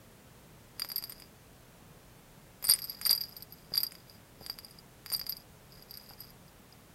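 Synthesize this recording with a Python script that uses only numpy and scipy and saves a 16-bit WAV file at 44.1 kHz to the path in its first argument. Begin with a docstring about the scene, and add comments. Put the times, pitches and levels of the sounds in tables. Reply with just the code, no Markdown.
"""A quiet room murmurs and hisses, then a small slotted jingle bell, muffled by fur and cloth, jingles in bursts:
a kitten wrestles a plush toy on a carpet. The bell is a bank of dying sines, struck by single blows of its
pellet and by random small contacts as the pellet rolls. Paws thump the toy with short low rings.
Sparse reflections follow bell and paws; shaped noise makes the room and the microphone hiss."""
import sys
import numpy as np
from scipy import signal
from scipy.fft import rfft, irfft
from scipy.io import wavfile

SR = 44100
rng = np.random.default_rng(int(sys.argv[2]) if len(sys.argv) > 2 else 0)


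def pcm_store(signal):
    """Save signal as 16-bit PCM."""
    levels = np.round(np.clip(np.atleast_2d(signal), -1, 1) * 32767)
    wavfile.write(sys.argv[1], SR, levels.astype(np.int16).T)


def magnitude_from_level(level_db):
    """Linear magnitude for a level in decibels (20 dB per decade)."""
    exponent = np.asarray(level_db, float) / 20
    return 10 ** exponent


N = 306318  # length in samples

# tone colour of the room noise before it is set to its level: f/Hz, relative level/dB
ROOM_COLOUR = [(15, -73), (25, -4), (90, -6.5), (120, -2), (165, -3), (320, -12), (450, -11), (600, -13.5),
               (1400, -19.5), (5000, -27), (15900, -28.5)]


def room_tone(rms_db=-56):
    """Steady low murmur of the house and hiss of the microphone: white noise shaped in frequency."""
    hz, db = np.transpose(ROOM_COLOUR)
    f = np.fft.rfftfreq(N, 1 / SR)
    colour_db = np.interp(np.log(f + 1), np.log(hz + 1), db)
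    noise = irfft(rfft(rng.standard_normal(N)) * magnitude_from_level(colour_db), N)
    return magnitude_from_level(rms_db) * noise / noise.std()


def ring(clicks, hz, t60):
    """A resonant mode: every click starts a sine that scales with it and dies by 60 dB in t60 seconds."""
    pole = np.exp(2j * np.pi * hz / SR - np.log(1000) / (t60 * SR))
    return signal.lfilter([1], [1, -pole], clicks).imag


# blows of the pellet: t/s, strength level/dB, spot around the shell (0-7, a full turn), knock level/dB
PELLET_BLOWS = [(0.796, -21.5, 5.47, -30), (0.8193, -17.5, 2.74, -28), (0.8472, -28, 3.66, -32.5),
                (0.888, -28.5, 2.25, -58.0), (0.9005, -26, 6.7, -37), (0.917, -27.5, 5.1, -38.0),
                (0.9593, -17.0, 0.42, -48.0), (0.9664, -34, 2.0, -35.0), (0.9799, -20.5, 4.48, -44),
                (1.024, -35, 5.2, -36.5), (1.0385, -18.5, 2.48, -35.0), (1.096, -31, 4, -42),
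                (1.1215, -29.0, 6.33, -36), (1.1992, -37.5, 6.2, -40.5), (1.2211, -40, 2.7, -38.5),
                (2.6257, -40, 4.0, -37), (2.6415, -23.5, 2.0, -31), (2.6498, -21, 5.9, -32.5),
                (2.6696, -16, 6.3, -51), (2.682, -17, 3.67, -40.0), (2.6902, -15.5, 4.6, -26),
                (2.6973, -1.5, 6.37, -33), (2.7096, -11, 5.2, -43), (2.7181, -12.5, 3.1, -43.0),
                (2.7221, -14, 3.57, -53.0), (2.7366, -13.5, 6.0, -28.5), (2.751, -25, 5.6, -38),
                (2.789, -25, 1.5, -32), (2.819, -30.5, 4.8, -50.0), (2.8413, -22, 3.74, -51),
                (2.8962, -26.0, 4.8, -50), (3.0135, -27, 5.55, -29.5), (3.0521, -12, 2.58, -44),
                (3.061, -14.5, 2.35, -27.5), (3.0654, -5.0, 2.43, -26.5), (3.0937, -12.0, 6.9, -55),
                (3.1038, -13.0, 1.6, -28), (3.1094, -2, 6.38, -37), (3.129, -11.5, 0.21, -37),
                (3.1495, -13.5, 2.57, -44), (3.159, -28.5, 1.0, -43), (3.1764, -20, 3.21, -56),
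                (3.2073, -22.5, 3.5, -45), (3.2119, -14, 3.61, -38.0), (3.2371, -28, 0.18, -43),
                (3.366, -26.5, 3.65, -61), (3.4237, -30, 4.52, -57.0), (3.5229, -36, 4.25, -80.0),
                (3.738, -22.5, 2.9, -43), (3.7492, -32, 6, -33), (3.7554, -21.5, 0.1, -54.0),
                (3.7707, -23, 6.2, -29.5), (3.7763, -11.5, 0.091, -38), (3.8032, -16.0, 3.66, -39.0),
                (3.8317, -9.5, 3.7, -32.5), (3.8657, -22, 6.7, -58.0), (3.9205, -39, 6.0, -37.5),
                (3.952, -35, 6.6, -41.5), (4.097, -44.5, 5.3, -68.0), (4.463, -22.5, 6.46, -33.5),
                (4.4975, -20, 3.33, -33.0), (4.5872, -35, 5.3, -36.5), (4.6463, -28.0, 6.53, -57.0),
                (4.7093, -41, 5.55, -65.0), (4.787, -37, 6.55, -69.0), (5.061, -33.5, 5.4, -32.0),
                (5.101, -27.0, 6.6, -35.5), (5.1182, -30, 7, -30.0), (5.1247, -15.0, 6.3, -41.0),
                (5.1318, -16, 1.7, -48), (5.136, -18, 0.18, -39), (5.147, -15.5, 2.71, -51.0),
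                (5.163, -22, 1.7, -49), (5.194, -25, 4.25, -37.5), (5.2136, -27, 2.9, -36),
                (5.266, -22.5, 6.6, -36), (5.2903, -37, 5.0, -51.0), (5.2944, -15.0, 3.67, -41),
                (5.323, -25.5, 6.9, -40.5), (5.368, -26.0, 2.47, -54.0), (5.7217, -53, 6.9, -67.0),
                (5.8233, -39.5, 0.56, -66.0), (5.909, -35.0, 4.7, -69.0), (5.94, -33.0, 0.3, -68),
                (5.9724, -31, 4.5, -63.0), (6.0924, -34.5, 1.3, -64.0), (6.2043, -33, 4.26, -61),
                (6.3035, -46, 1.07, -71.0), (6.48, -53, 3.8, -70.0), (6.7248, -49, 3.25, -61.0)]
# what a blow at each of seven spots (rows 0 to 6 around the shell) adds to the mode families:
# main ring level/dB, clink level/dB, upper ring level/dB, top ring level/dB
SHELL_SPOTS = [(-1.5, -27, -12, -25), (-17, -27, 1, -22), (-25.5, -7, -26, 5), (2, -22.5, -22.5, -29),
               (-19.5, -36, -11.5, 6), (1, -10.5, 0, -16.5), (-19, 1, -23, -26)]


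def blow_levels():
    """Drive of the five mode families (dB) for every blow: the spot that is hit decides which modes ring."""
    _, strength_db, spot, knock_db = np.transpose(PELLET_BLOWS)
    turn = len(SHELL_SPOTS)
    ring_db = [strength_db + np.interp(spot, np.arange(turn), spot_db, period=turn)
               for spot_db in np.transpose(SHELL_SPOTS)]
    return ring_db + [knock_db]


def blow_samples():
    """Sample at which the pellet lands each blow."""
    return np.round(np.transpose(PELLET_BLOWS)[0] * SR).astype(int)


# shakes of the toy that set the pellet rolling: start t/s, end t/s, start level/dB, end level/dB
TOY_SHAKES = [(.8, 1.261, -47.5, -53.5), (2.649, 3.0, -41, -48.5), (3.022, 3.409, -42, -51),
              (3.504, 3.68, -57, -59), (3.731, 4.006, -45, -56.5), (4.082, 4.173, -53, -58),
              (4.412, 4.798, -47.5, -57.5), (5.065, 5.416, -47.5, -52), (5.724, 5.88, -51.5, -56.5),
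              (5.898, 6.133, -52, -49.5), (6.196, 6.294, -49.5, -53)]


def rolling_db(settle_db_per_s=600, rebound_db=-20.5, rebound_t60=0.11):
    """How hard the pellet rolls (dB): power from the shakes, plus rebounds that die away after each blow."""
    t = np.arange(N) / SR
    blow_power = np.zeros(N)
    blow_power[blow_samples()] = (magnitude_from_level(blow_levels()) ** 2).sum(0)
    decay = magnitude_from_level(-2 * 60 / (rebound_t60 * SR))  # power kept from one sample to the next
    power = signal.lfilter([magnitude_from_level(2 * rebound_db)], [1, -decay], blow_power)
    for start, end, *db in TOY_SHAKES:
        # rolling builds up before a shake and dies after it at the same rate
        outside_s = np.maximum(np.maximum(start - t, t - end), 0)
        shake_db = np.interp(t, [start, end], db) - settle_db_per_s * outside_s
        power += magnitude_from_level(2 * shake_db)
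    return 10 * np.log10(power + 1e-12)


def rolling_contacts(calm_per_s=220, wild_per_s=900, calm_db=-55, wild_db=-36, spread_db=2.5):
    """Random small contacts of the pellet, larger and denser the harder it rolls."""
    size_db = rolling_db()
    per_s = np.interp(size_db, [calm_db, wild_db], [calm_per_s, wild_per_s])
    touches = rng.random(N) < per_s / SR
    luck = np.minimum(rng.exponential(1, N), 3)
    return magnitude_from_level(size_db + spread_db * (luck - 2)) * touches


# modes of the bell in five families (main ring, clink, upper ring, top ring, knock): f/Hz, level/dB, t60/s
BELL_MODES = [
    [(4757, -2, .052), (4600, -16, .02), (5300, -15, .012), (3530, -39, .06)],
    [(9345, -2.5, .018), (9550, -7, .016), (7990, -31, .07)],
    [(11482, -1, .03), (12050, -8, .014)],
    [(13097, -9.5, .065), (14025, -12, .024), (8495, -24, .06)],
    [(2093, 2, 0.0026), (1214, -4, 0.0047), (3420, -5, 0.0036), (555, -8, 0.0025), (7120, -2, 0.0023),
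     (15100, -5, 0.0025), (11880, -4.5, 0.0038)],
]
# how rolling drives the five families, before the knock's extra rattle: level/dB, one per family
ROLL_DRIVE = [-9, -15, -8.5, -6, -6.5]
# air in the shell, a broad short ring that stands out in soft contacts: f/Hz, t60/s,
# level/dB at a main-ring drive of 0 dB, growth in dB per dB of that drive, rolling level/dB
SHELL_AIR = (4930, .013, -17, .5, 1.5)


def bell(scatter_db=1.5, weak_scatter=.35, contact_s=.0008, rattle_from_db=-41, rattle_growth=0.3):
    """Blows and rolling contacts ring every mode of shell and air; each blow has its own luck per mode."""
    at, family_db, contacts = blow_samples(), blow_levels(), rolling_contacts()
    mode_count = 1 + sum(map(len, BELL_MODES))
    # one draw for the strength and one for the sign
    luck = np.tanh(rng.standard_normal((len(at), 2, mode_count)))
    t = np.arange(128) / SR
    push = np.sin(np.pi * np.minimum(t / contact_s, 1)) ** 2

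    def mode(index, hz, t60, blow_db, roll_db, luck_db):
        """The contact lasts a moment, so the ring swells over its first cycles."""
        clicks = magnitude_from_level(roll_db) * contacts * rng.standard_normal(N)
        blow_gain = magnitude_from_level(blow_db + luck_db * luck[:, 0, index])
        clicks[at] += blow_gain * np.sign(luck[:, 1, index])
        swell = push / push.sum() * np.exp(2j * np.pi * hz * t)
        return ring(signal.oaconvolve(clicks, swell)[:N], hz, t60)

    hz, t60, base_db, growth, roll_db = SHELL_AIR
    out = mode(0, hz, t60, base_db + growth * family_db[0], roll_db, scatter_db)

    # in hard rolling the knock grows faster than the other families
    rattle_db = rattle_growth * np.maximum(rolling_db() - rattle_from_db, 0)
    drive_db = ROLL_DRIVE[:-1] + [ROLL_DRIVE[-1] + rattle_db]
    index = 0
    for modes, blow_db, roll_db in zip(BELL_MODES, family_db, drive_db):
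        for hz, db, t60 in modes:
            index += 1
            # the weaker a mode, the more its level varies from blow to blow
            luck_db = scatter_db - weak_scatter * db
            out += magnitude_from_level(db) * mode(index, hz, t60, blow_db, roll_db, luck_db)
    return out


def walls(x, t60=0.03, delay_s=.003):
    """A short tail of sparse reflections from floor and furniture: random-sign taps that die away."""
    taps = np.zeros(SR // 4)
    slots = np.arange(0, SR // 4 - 20, 20)  # one reflection in every 20 samples
    taps[slots + rng.integers(0, 20, len(slots))] = rng.choice([-1., 1.], len(slots))
    t = np.arange(len(taps)) / SR
    taps *= magnitude_from_level(-60 * t / t60) * (t > delay_s)
    return signal.oaconvolve(x, taps / np.linalg.norm(taps))[:N]


# thumps of the paws: t/s, click level/dB, f/Hz of the main ring
PAW_THUMPS = [(3.72, -35.5, 410), (4.411, -37, 447), (4.42, -42.5, 393), (6.108, -40, 796)]


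def paws(t60=0.012, weight_hz=170, weight_db=-5, weight_t60=0.026, scuff_db=-7, claw_db=-4, claw_t60=.003):
    """Soft dull thumps on the stuffed toy: short rings for body, push into the floor, cloth scuff and claw."""
    out = np.zeros(N)
    for s, db, hz in PAW_THUMPS:
        click = magnitude_from_level(db) * (np.arange(N) == round(s * SR))
        body = ring(click, hz, t60)
        weight = magnitude_from_level(weight_db) * ring(click, weight_hz, weight_t60)
        scuff = magnitude_from_level(scuff_db) * ring(click, 1.9 * hz, t60)
        claw = magnitude_from_level(claw_db) * ring(click, 3.6 * hz, claw_t60)
        out += scuff + claw - body - weight
    return out


def scene():
    """Bell and paws, their reflections 10 dB down, and the room."""
    near = bell() + paws()
    reflections = magnitude_from_level(-10) * walls(near)
    return (near + reflections + room_tone())[None]


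def top_cut(x):
    """Nothing passes above the cut-off."""
    return signal.sosfilt(signal.butter(12, 16510, fs=SR, output="sos"), x)


def record(dry):
    """The band limit of the recorder: a steep low-pass at 16 kHz."""
    edge = signal.firwin(255, 16000, window=("kaiser", 8), fs=SR)
    mix = signal.oaconvolve(dry, edge[None], "same")
    return top_cut(mix)


dry = scene()
out = record(dry)
pcm_store(out)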